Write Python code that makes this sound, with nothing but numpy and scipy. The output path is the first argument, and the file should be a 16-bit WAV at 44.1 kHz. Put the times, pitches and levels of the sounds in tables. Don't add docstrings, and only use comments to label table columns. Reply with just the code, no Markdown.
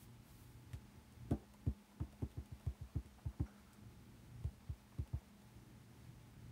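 import sys
import numpy as np
from scipy import signal
from scipy.fft import rfft, irfft
from scipy.io import wavfile
from scipy.ndimage import uniform_filter1d

SR = 44100
rng = np.random.default_rng(int(sys.argv[2]) if len(sys.argv) > 2 else 0)


def put_to_file(sound):
    columns = np.atleast_2d(sound).T
    safe = np.clip(columns, -1, 1)
    whole_steps = np.round(safe * 32767)
    wavfile.write(sys.argv[1], SR, whole_steps.astype(np.int16))


def invert_db(x):
    u = np.asarray(x, float) / 20
    return 10 ** u


N = 287435
T = np.arange(N) / SR


def level(x, db):
    return x * invert_db(db) / np.sqrt(np.mean(x ** 2))


def ring(x, hz, t60):
    pole = np.exp(2j * np.pi * hz / SR - np.log(1000) / (t60 * SR))
    return signal.lfilter([1], [1, -pole], x).imag


def band(x, lo_hz, hi_hz, order=2):
    sos = signal.butter(order, [lo_hz, min(hi_hz, 20000)], "band", fs=SR, output="sos")
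    return signal.sosfilt(sos, x)


def walk(rate):
    k = int(SR / rate)
    steps = np.repeat(rng.standard_normal(N // k + 1), k)
    return 1.197 * uniform_filter1d(uniform_filter1d(steps, k), k)[:N]


def add(out, s, sound, db):
    i = int(s * SR)
    sound = sound[:N - i]
    out[i:i + len(sound)] += sound * invert_db(db) / np.abs(sound).max()


def burst(rise_s, size=6000):
    t = np.arange(size) / SR / rise_s
    return t * np.exp(-t) * rng.standard_normal(size)


def half_sine(seconds):
    return np.sin(np.pi * np.arange(int(seconds * SR)) / (seconds * SR))


def tone(hz, db):
    phase = 2 * np.pi * np.cumsum(hz * (1 + .011 * walk(30))) / SR
    return level(np.sin(phase) * invert_db(2.5 * walk(18)), db)


def swell(s, db, rise_s, hold_s, fade_db_s):
    rise = np.clip((T - s) / max(rise_s, .002), 0, 1)
    fading_s = np.clip(T - s - rise_s - hold_s, 0, None)
    return rise * invert_db(db - fade_db_s * fading_s)


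def dimming():
    from_db, db_per_db, max_db, deepest_s = -58, .66, 18, .17
    s, push_db = np.transpose(PUSHES)[:2, :, None]
    age = np.clip(T[::100] - s, 0, None) / deepest_s
    depth = db_per_db * np.clip(push_db - from_db, 0, None) * age * np.exp((1 - age ** 2) / 2)
    return np.interp(T, T[::100], max_db * np.tanh(depth.sum(axis=0) / max_db))


def arm():
    base_db, db_per_db, rest_db = -69.5, 0.17, -76
    rings = [swell(s, base_db + db_per_db * (low_db + 38.5), rise_s=0.038, hold_s=0.49, fade_db_s=62)
             for s, _, low_db, *_ in PUSHES]
    return tone(204.6, db=-2.0) * (np.max(rings, axis=0) + invert_db(rest_db))


# pitch_hz, level_db (per Hz)
ROOM_TONE = [(15, -67), (25, -36), (43, -1), (87, 3.5), (117, 1), (149, 3), (285, -21.5), (394, -26.5),
             (516, -31), (796, -31.5), (863, -31), (936, -32.5), (2220, -37.5), (14800, -48),
             (16000, -44.5)]
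# pitch_hz, level_db (the low two against their band)
FAN_HUM = [(118.4, -0.5), (236, -6), (856, -84)]
# time_s, level_db
LOW_FLOW = [(.19, -1.7), (.24, -10), (.3, -3.2), (.95, 4), (1.06, -4), (1.2, 6), (1.5, 1), (1.9, -4),
            (2.1, 5.5), (4.04, -1.1), (4.11, -3.5), (4.2, -3.5), (4.4, 4), (5.55, 1), (5.85, -7.3),
            (6.1, 2), (6.27, -5), (6.45, 2.5)]
# base level_db, then the share each takes of rise and fall and of
LOW_BANDS_DB = (-67.5, -62, -68)
FLOW_SHARES = (.8, 0.82, 0.23)
DIM_SHARES = (.42, .95, .36)


def room():
    hz = np.arange(N // 2 + 1) * SR / N + 1
    tone_hz, tone_db = np.transpose(ROOM_TONE)
    spectrum = rfft(rng.standard_normal(N)) * invert_db(np.interp(np.log(hz), np.log(tone_hz), tone_db))
    limits = [(0, 82), (82, 180), (180, 420), (420, SR)]
    rumble, bass, middle, air = (irfft(spectrum * (hz >= lo) * (hz < hi), N) for lo, hi in limits)
    flow_db = np.interp(T, *np.transpose(LOW_FLOW))
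    dim_db = dimming()
    rumble_db, bass_db, middle_db = (
        db + flow * flow_db - dim * dim_db for db, flow, dim in zip(LOW_BANDS_DB, FLOW_SHARES, DIM_SHARES))
    low_hum, middle_hum, high_hum = [tone(*line) for line in FAN_HUM]
    middle = middle * 0.53 + band(middle, 245.0, 432)
    out = level(rumble, 0.76) * invert_db(rumble_db + 1.2 * walk(3.9))
    out = out + (level(bass, -2) + low_hum) * invert_db(bass_db + 0.83 * walk(7.1))
    out = out + (level(middle, 0.32) + middle_hum) * invert_db(middle_db + 0.5 * walk(8.8))
    return out + arm() + level(air, -70.5) * invert_db(.5 * walk(30)) + high_hum


# start_s, level_db, rise_s, hold_s, fade_db_per_s
BRUSHES = [
    (-.01, -68, .01, .035, 493),
    (0.212, -73, 0.08, 0.16, 70),
]


def rustle():
    hiss = level(band(rng.standard_normal(N), 9000, 18000), 0)
    hiss = hiss + level(band(rng.standard_normal(N), 1500, 9000), -5)
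    return hiss * sum(swell(*row) for row in BRUSHES) * invert_db(1.2 * walk(60))


# start_s, treble_peak_db, length_ms, body_db (1.3-3.8 kHz)
INK_TICKS = [(0.733, -53.5, 2.7, -54), (1.124, -62.5, 4.3, -79), (1.31, -51, 2.7, -56.5),
             (1.538, -60.5, 5.7, -67), (1.6641, -63, 6.6, -66), (1.9994, -65, 3.6, -72),
             (2.125, -64, 5.4, -69), (2.2218, -64, 2.9, -67), (2.3056, -61, 1.9, -68),
             (2.3167, -62.5, 2.7, -71), (2.459, -62, 4.0, -71), (2.599, -62, 3.4, -67),
             (2.611, -66, 3.5, -71), (2.664, -63, 2.8, -68), (3.0597, -62, 3.2, -66.5),
             (3.7329, -54.5, 2.9, -86), (4.4408, -64, 5.5, -68), (4.985, -67, 5.9, -67),
             (5.076, -62, 2, -66), (5.4191, -67, 4.5, -74)]


def ticks():
    out = np.zeros(N)
    for s, treble_db, ms, body_db in INK_TICKS:
        grit = burst(ms / 4000, size=4000) + .22 * burst(.007, size=4000)
        add(out, s - .001, band(grit, 4500, 12500, order=1), treble_db + 1.5)
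        add(out, s, band(grit, 1300, 3800), body_db + 5)
    return out


# start_s, peak_db, pitch_hz, fade_s (five times the puff's rise)
INK_POPS = [(1.42, -55, 570, 0.047), (1.536, -56, 785, 0.03), (1.604, -74, 856, 0.034),
            (1.911, -57, 764, 0.034), (2.127, -57, 694, 0.023), (2.601, -56.5, 825, 0.023),
            (2.749, -58, 756, 0.018), (2.772, -76, 786, 0.04), (2.884, -57.5, 870, 0.036),
            (3.181, -54, 700, 0.038), (3.323, -56.5, 820, 0.056), (3.464, -55.5, 1330, 0.014),
            (3.479, -56, 680, 0.034), (4.619, -62, 856, 0.036), (4.92, -58, 850, 0.027),
            (5.06, -59.5, 640, 0.039), (5.209, -58, 584, 0.027), (6.096, -78, 620, 0.03)]


def pops():
    out = np.zeros(N)
    for s, db, hz, t60 in INK_POPS:
        add(out, s - .001, band(burst(max(t60, .01) / 5), hz * .75, hz * 1.4), db - 3.5)
    return out


# start_s, peak_db, pitch_hz, fade_s (by 60 dB), spread (share of the pitch)
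SQUEAKS = [
    (3.464, -70, 5700, .3, .035),
]


def squeak():
    out = np.zeros(N)
    for s, db, hz, t60, spread in SQUEAKS:
        fade = np.exp(-np.log(1000) * T[:30000] / t60) * invert_db(3.0 * walk(67)[:30000])
        add(out, s, band(fade * rng.standard_normal(30000), hz * (1 - spread), hz * (1 + spread)), db)
    return out


# start_s, level_db, rise_s, hold_s, fade_db_per_s
PEELS = [
    (3.455, -73, 0.0092, .01, 45),
    (3.653, -81, .045, 0.0089, 208),
]


def peel():
    hiss = level(band(rng.standard_normal(N), 1250, 1530), 0) * invert_db(2.5 * walk(70))
    return hiss * sum(swell(*row) for row in PEELS)


def short_hit():
    return np.r_[half_sine(.0029), np.zeros(8000)]


# start_s, peak_db, pitch_hz, fade_s (by 60 dB)
TABLE_LIFTS = [
    (3.081, -64, 63.4, 0.22),
]


def lifts():
    out = np.zeros(N)
    for s, db, hz, t60 in TABLE_LIFTS:
        add(out, s, ring(ring(short_hit(), hz, t60), hz, t60), db)
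    return out


# start_s, peak_db
RIM_CLACKS = [
    (1.313, -41.5),
    (1.319, -38),
]
# pitch_hz, fade_s (by 60 dB), level_db
RIM_RING = [(580, 0.13, 5), (704, 0.068, 4), (785, 0.21, -8), (1180, 0.15, -12), (1530, 0.06, 2),
            (1730, 0.037, -11)]


def clacks():
    out = np.zeros(N)
    edge = band(np.r_[half_sine(.0008), np.zeros(8000)], 390, 2500)
    rim = sum(invert_db(db) * ring(edge, hz, t60) for hz, t60, db in RIM_RING)
    for s, db in RIM_CLACKS:
        add(out, s, rim, db)
    return out


def thump():
    s = 1j * np.arange(8193) * SR / 16384
    top = 131 ** 2 / (s * s + s * 131 / 3.16 + 131 ** 2)
    arm_path = (s * s / (s * s + s * 58.8 / 2.3 + 58.8 ** 2)) ** 3
    bass_cut = (s * s / (s * s + s * 80.8 / .58 + 80.8 ** 2)) ** 2
    push = rfft(half_sine(.0075), 16384)
    body = irfft(push * top * arm_path * bass_cut)[:8000]
    return body * np.exp(-(T[:8000] / .066) ** 4)


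# pitch_hz, fade_s (by 60 dB), gain (with sign)
CASE_LOW_RING = [(210.5, .14, -1.8), (261, .027, -26.6), (261, .02, 43), (318, .066, -4.4)]


def knock():
    cut = signal.butter(2, 170, "high", fs=SR, output="sos")
    low = sum(gain * ring(short_hit(), hz, t60) for hz, t60, gain in CASE_LOW_RING)
    return signal.sosfilt(np.r_[cut, cut], low)


def rattle(modes, ms, lo_hz):
    chatter = burst(ms / 1000, size=8000) + 0.092 * burst(0.034, size=8000)
    shake = band(chatter, lo_hz, 5600)
    return sum(invert_db(db) * ring(shake, hz, t60) for hz, t60, db in modes)


# start_s, push_db, then the case's low_peak_db, middle_peak_db, high_peak_db
PUSHES = [(0.729, -42, -55.5, -59, -58.5), (0.9645, -54, -63, -77, -84), (1.3075, -33.5, -29.5, -36.5, -47),
          (1.664, -30.5, -36.5, -45.5, -57), (1.9992, -36.5, -42, -60, -51.5),
          (2.2184, -36, -38.5, -44, -57), (2.369, -40, -49, -54.5, -59.5), (2.5134, -44, -56, -69, -71),
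          (2.6613, -33.5, -55, -52, -56), (2.806, -42.5, -57.5, -68, -73), (2.9515, -34, -40.5, -61, -55),
          (3.045, -55, -61, -61, -82), (3.2521, -36, -52, -59, -55), (3.3951, -33, -37, -48.5, -50.5),
          (4.4394, -34.5, -53.5, -52.5, -59.5), (4.687, -37.5, -58.5, -64, -63),
          (4.9831, -35, -46, -57, -60), (5.1292, -34.5, -49.5, -53, -57)]
# pitch_hz, fade_s (by 60 dB), level_db
CASE_MID_RING = [(373, 0.028, 12.5), (430, 0.032, -8.5), (562, 0.091, -28)]
CASE_HIGH_RING = [(685, .11, 0), (790, .09, -2), (900, .08, -1.5), (1050, .05, -1), (1250, .035, -6),
                  (1650, .015, -10)]


def taps():
    out = np.zeros(N)
    body, case_knock = thump(), knock()
    body_peak_db = 20 * np.log10(np.abs(body).max())
    touch = band(ring(short_hit(), 226, 0.048), 189, 470)
    rattle_rise_ms = 2.63
    for s, push_db, low_db, mid_db, high_db in PUSHES:
        add(out, s, body, push_db + body_peak_db)
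        add(out, s + .0052, case_knock, low_db - 1.5)
        add(out, s - .003, touch, low_db - 9)
        add(out, s + 0.00361, band(burst(0.011, size=8000), 155, 330), low_db - 5.0)
        add(out, s + 0.00076, rattle(CASE_MID_RING, rattle_rise_ms, lo_hz=336), mid_db + 0.26)
        add(out, s + .001, rattle(CASE_HIGH_RING, .7 * rattle_rise_ms, lo_hz=550), high_db - 1.5)
    return out


def scene():
    ink = ticks() + pops() + squeak() + peel()
    stamp = lifts() + clacks() + taps()
    return (room() + rustle() + ink + stamp)[None]


def roll_off(x):
    return signal.sosfilt(signal.butter(12, 16300, fs=SR, output="sos"), x)


# pitch_hz, width_hz, level_db
MIC_COLOUR = [(2140, 280, 1.5), (7540, 270, -2.5), (8640, 1000, 2)]


def record(dry):
    hz = np.arange(N // 2 + 1) * SR / N + 1
    colour_db = sum(db / (1 + (2 * (hz - f) / width) ** 2) for f, width, db in MIC_COLOUR)
    bass_cut = 1 / np.sqrt(1 + (24 / hz) ** 8)
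    top_cut = hz < 15750
    mix = irfft(rfft(dry) * invert_db(colour_db) * top_cut * bass_cut, N)
    return roll_off(mix)


dry = scene()
out = record(dry)
put_to_file(out)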